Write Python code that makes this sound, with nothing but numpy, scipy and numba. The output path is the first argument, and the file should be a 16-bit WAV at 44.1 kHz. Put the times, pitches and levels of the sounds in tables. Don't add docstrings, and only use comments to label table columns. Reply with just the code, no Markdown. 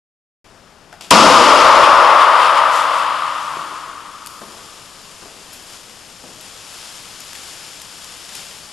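import sys
import numpy as np
from scipy import signal
from scipy.fft import rfft, irfft, next_fast_len
from scipy.io import wavfile
from scipy.ndimage import uniform_filter1d, map_coordinates
from numba import njit

SR = 44100
rng = np.random.default_rng(int(sys.argv[2]) if len(sys.argv) > 2 else 0)


def to_wav(sig):
    pcm = np.clip(np.atleast_2d(sig), -1, 1) * 32767
    pcm = np.round(pcm).astype(np.int16)
    wavfile.write(sys.argv[1], SR, pcm.T)


N = 384552
T = np.arange(N) / SR
FIRE_S, BLAST_S = 1.1088, 1.1118


def amp(db):
    return 10 ** (np.asarray(db) / 20)


def value_at(table, hz):
    pitches, values = np.transpose(table)
    return np.interp(np.log(np.maximum(hz, 1)), np.log(pitches), values)


def colour(x, tone, keep_power=True):
    size = next_fast_len(N + SR // 2, True)
    size += size % 2
    gain = amp(value_at(tone, np.fft.rfftfreq(size, 1 / SR)))
    if keep_power:
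        gain /= np.sqrt(np.mean(gain ** 2))
    cepstrum = irfft(np.log(gain))
    cepstrum[1:size // 2] *= 2
    cepstrum[size // 2 + 1:] = 0
    return irfft(rfft(x, size) * np.exp(rfft(cepstrum)), size)[..., :N]


def noise(spread):
    shared, side = rng.standard_normal((2, N))
    return (shared + spread * side * np.array([[1], [-1]])) / np.hypot(1, spread)


def grains(per_s, scatter_db, spread):
    chance, size, side = rng.random(N), rng.standard_normal(N), rng.standard_normal(N)
    strength = amp(scatter_db * np.minimum(size, 3))
    hits = (chance < per_s / SR) * strength * rng.choice([-1, 1], N)
    return hits / hits.std() * (1 + spread * side * np.array([[1], [-1]]))


def bursts(table, spread):
    envelope, age = np.zeros(N), T[:SR // 3]
    for start_s, db, fade_s in table:
        start = int(start_s * SR)
        envelope[start:start + len(age)] += (amp(db) * np.exp(-age / fade_s))[:N - start]
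    return envelope * noise(spread)


def swells(table):
    return sum(height * np.exp(-((T - middle_s) / width_s) ** 2) for middle_s, height, width_s in table)


def wander(per_s):
    size = int(SR / per_s)
    held = np.repeat(rng.standard_normal(N // size + 1), size)[:N]
    return 1.3 * uniform_filter1d(uniform_filter1d(held, size), size)


def hall_air():
    # pitch in Hz, level in dB per Hz.
    tone = [(20, -73), (50, -78), (170, -75.5), (320, -79), (600, -81.5), (1050, -83), (1800, -85),
            (3000, -90.5), (5500, -91.5), (9000, -99), (12500, -105)]
    hush = colour(noise(spread=0.098), tone, keep_power=False) * np.sqrt(SR / 2)
    return hush * amp(np.array([[1.0], [-2.5]]))


def hall_echo(spread=0.069, treble_spread=0.1):
    # pitch in Hz, seconds the echo takes to fade by 60 dB.
    fade_times = [(60, 1.1), (220, 1.01), (350, 1.82), (500, 2.45), (750, 2.723), (1200, 3.267),
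                  (1900, 2.98), (3000, 1.88), (5000, 1.8), (7500, 1.54), (12000, 1.76)]
    hz, seconds, (shared, side) = signal.stft(rng.standard_normal((2, N)), SR, nperseg=1024)
    width = (spread + treble_spread * np.clip(hz / 2500 - .4, 0, 1))[:, None]
    echoes = np.array([shared + width * side, shared - width * side])
    fade = np.exp(-np.log(1000) * seconds / value_at(fade_times, hz)[:, None])
    return signal.istft(echoes * fade, SR)[1][:, :N]


def footsteps():
    # start in seconds, level in dB, fade time in seconds.
    footfalls = [(3.568, -29.5, 0.012), (4.416, -30.5, 0.018), (5.222, -33.5, 0.012), (5.255, -38, 0.021),
                 (6.236, -37.5, 0.037)]
    # pitch in Hz, how strongly the floor sounds there in dB.
    floor_tone = [(40, -22), (110, -6), (200, -1), (370, -2.5), (520, -4.5), (700, -7.5), (1200, -10),
                  (5000, -44)]
    return colour(bursts(footfalls, spread=0.084), floor_tone)


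def twist(scrape_s=1.008, ease_s=1.056, scrape_db=-39.5, ease_db_per_s=350):
    # start in seconds, level in dB, fade time in seconds.
    knocks = [(.927, -30, 0.005), (.939, -38.5, 0.015)]
    catches = [(1.010, -27.5, 0.0025), (1.022, -34, .002), (1.067, -41, .002)]
    # pitch in Hz, how strongly the tube or the grip sounds there in dB.
    tube_tone = [(200, -24), (500, -12), (720, -0.5), (1050, -17), (1500, -5), (2500, -20), (7000, -28),
                 (12000, -32)]
    grip_tone = [(150, -12), (700, 5), (1800, -2), (3200, 6), (7000, 0.5), (12000, -8)]
    rub = grains(per_s=9000, scatter_db=4, spread=.2)
    easing_db = ease_db_per_s * np.maximum(T - ease_s, 0)
    scrape = amp(scrape_db - easing_db) * rub * (T > scrape_s) * (T < FIRE_S)
    grip = colour(scrape + bursts(catches, spread=.15), grip_tone)
    return grip + colour(bursts(knocks, spread=.15), tube_tone)


def paper_ticks(crinkle=0.24):
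    # start in seconds, peak level in dB, crinkle fade time in seconds, pitch in Hz.
    landings = [(4.262, -15, 0.0011, 9120), (4.271, -14, 0.0024, 8000), (4.574, -37, 0.0022, 9900),
                (5.53, -24.5, 0.017, 8400), (6.411, -24, .003, 8000), (7.205, -20, 0.0036, 8500),
                (7.332, -18.5, .002, 4000), (7.351, -20.5, 0.0096, 3000), (7.817, -23, .005, 6000),
                (8.045, -19, .001, 6030), (8.291, -21, 0.0028, 4000), (8.352, -13, .003, 10000),
                (8.365, -25, .009, 5000)]
    out, size = np.zeros((2, N + SR)), 4096
    for start_s, db, fade_s, hz in landings:
        push = crinkle * np.exp(-T[:size] / fade_s) * rng.standard_normal(size)
        push[0] = 1
        band = signal.butter(1, [hz / 2.1, min(hz * 1.85, .4 * SR)], "band", fs=SR, output="sos")
        tick = signal.sosfilt(band, push)
        start = int(start_s * SR)
        out[:, start:start + size] += amp(db) * tick / np.abs(tick).max()
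    return out[:, :N]


def paper_patter(clump_db=.8, thinning_s=8.5, thinning_db_per_s=10, stray_db=-16):
    # time it is half built up in seconds, level in dB, build-up time in seconds.
    waves = [(4.15, -42, 0.21), (6.42, -41, 0.055), (7.25, -49, .08)]
    # middle in seconds, level in dB, half-width in seconds.
    handfuls = [(2.774, -28, 0.078), (2.979, -35.5, 0.058), (3.488, -39.5, 0.56), (5.738, -41, 0.071),
                (7.48, -41.5, 0.15), (8.372, -37, 0.074)]
    # pitch in Hz, how strongly the taps sound there in dB.
    tone = [(100, -7), (400, -3), (1200, 1), (2000, 1.5), (3200, 3), (5200, 3), (7500, 1), (9500, -2.5),
            (11500, -4.5), (13000, -20)]
    power = sum(amp(db) ** 2 * (1 + np.tanh((T - at_s) / build_s)) / 2 for at_s, db, build_s in waves)
    waver_db = clump_db * wander(per_s=7)
    thinning_db = thinning_db_per_s * np.maximum(T - thinning_s, 0)
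    patter_level = np.sqrt(power) * amp(waver_db - thinning_db)
    swish_level = swells([(middle_s, amp(db), width_s) for middle_s, db, width_s in handfuls])
    taps = grains(per_s=16000, scatter_db=3.5, spread=0.22)
    strays = amp(stray_db) * grains(per_s=22, scatter_db=2, spread=.2)
    return colour(np.hypot(patter_level, swish_level) * taps + patter_level * strays, tone)


def paper_flutter(level_db=-15, open_s=2.04, slowing_db_per_s=12.5, glide_s=3.1, glide_db_per_s=6.5):
    # middle in seconds, extra level in dB, half-width in seconds.
    surges = [(1.84, 10, 0.024), (2.22, 5.5, 0.031), (2.44, 4.5, 0.068), (2.58, 4.5, 0.019)]
    # pitch in Hz, how strongly the flapping sounds there in dB.
    tone = [(500, -15.5), (1500, 2.5), (3000, 3), (4200, -3), (6500, -13.5), (11000, -16.5), (13000, -39.5)]
    slowing_db = slowing_db_per_s * np.maximum(T - open_s, 0)
    gliding_db = glide_db_per_s * np.maximum(T - glide_s, 0)
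    flaps = colour(grains(per_s=9000, scatter_db=1.5, spread=0.21), tone)
    return amp(level_db - slowing_db - gliding_db + swells(surges)) * (T > BLAST_S) * flaps


def bang(hall, crack_db=3, rise_s=.0009, fade_s=.008):
    # pitch in Hz, how strongly the tearing seal or the blast sounds there in dB.
    crack_tone = [(300, -18), (1200, -6), (2500, 0), (5500, 0), (7500, -5), (10000, -3), (13000, -14)]
    blast_tone = [(60, -27), (130, -19.5), (240, -6.5), (350, -11.5), (435, -18.5), (490, -10), (630, -9),
                  (740, -15.5), (900, -8.5), (1240, -7.5), (1600, -19.5), (3000, -19.5), (5500, -23),
                  (11000, -37), (12500, -54)]
    # pitch in Hz, level in dB, seconds to fade by 60 dB.
    low_tones = [(152, -28.5, 5.64), (221, -30.5, 4.2), (300.5, -18, 4.58)]
    age = T - FIRE_S
    envelope = np.exp(np.minimum(age / rise_s, -age / fade_s))
    crack = colour(envelope * noise(spread=0.45), crack_tone)
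    blast = colour(hall, blast_tone, keep_power=False) * np.sqrt(SR / 2)
    ringing = sum(amp(db) * np.sin(2 * np.pi * hz * T) * np.exp(-np.log(1000) * T / ring_s)
                  for hz, db, ring_s in low_tones)
    boom = np.pad(blast + ringing, ((0, 0), (int(BLAST_S * SR), 0)))[:, :N]
    return amp(crack_db) * crack + boom


def scene(close_echo_db=-3):
    hall = hall_echo()
    walls = hall / np.sqrt(np.sum(hall[0] ** 2))
    close = twist() + paper_ticks()
    steps = footsteps()
    echoes = signal.fftconvolve(amp(close_echo_db) * close + steps, walls, axes=1)[:, :N]
    return hall_air() + echoes + steps + close + bang(hall) + paper_flutter() + paper_patter()


@njit
def follow_level(x, rise_s, fall_s):
    rise, fall = 1 / (1 + rise_s * SR), 1 / (1 + fall_s * SR)
    level, now = np.empty(len(x)), 0.
    for i in range(len(x)):
        now += (x[i] - now) * (rise if x[i] > now else fall)
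        level[i] = now
    return level


def record(dry, on_s=.444, hold_db=4, knee=1.15, ceiling=1.3, bias=0.025, balance_db=5.3, top_hz=12480):
    body_echo, body_lag_s = 0.18, .00049
    bounce = np.array([map_coordinates(side, [(T - body_lag_s) * SR]) for side in dry])
    x = dry - body_echo * bounce
    level = follow_level(np.abs(x).max(axis=0), rise_s=.0005, fall_s=0.24)
    x = x / (1 + (level / amp(hold_db)) ** knee) ** (1 / knee)
    x = ceiling * (np.tanh(x / ceiling + bias) - np.tanh(bias))
    x = signal.sosfilt(signal.butter(1, 20, "high", fs=SR, output="sos"), x)
    balance = amp(np.array([[balance_db], [-balance_db]]) / 2)
    x = np.clip(x * balance, -1, 1) * (T >= on_s)
    return signal.sosfiltfilt(signal.ellip(8, .1, 60, top_hz, fs=SR, output="sos"), x)


dry = scene()
out = record(dry)
to_wav(out)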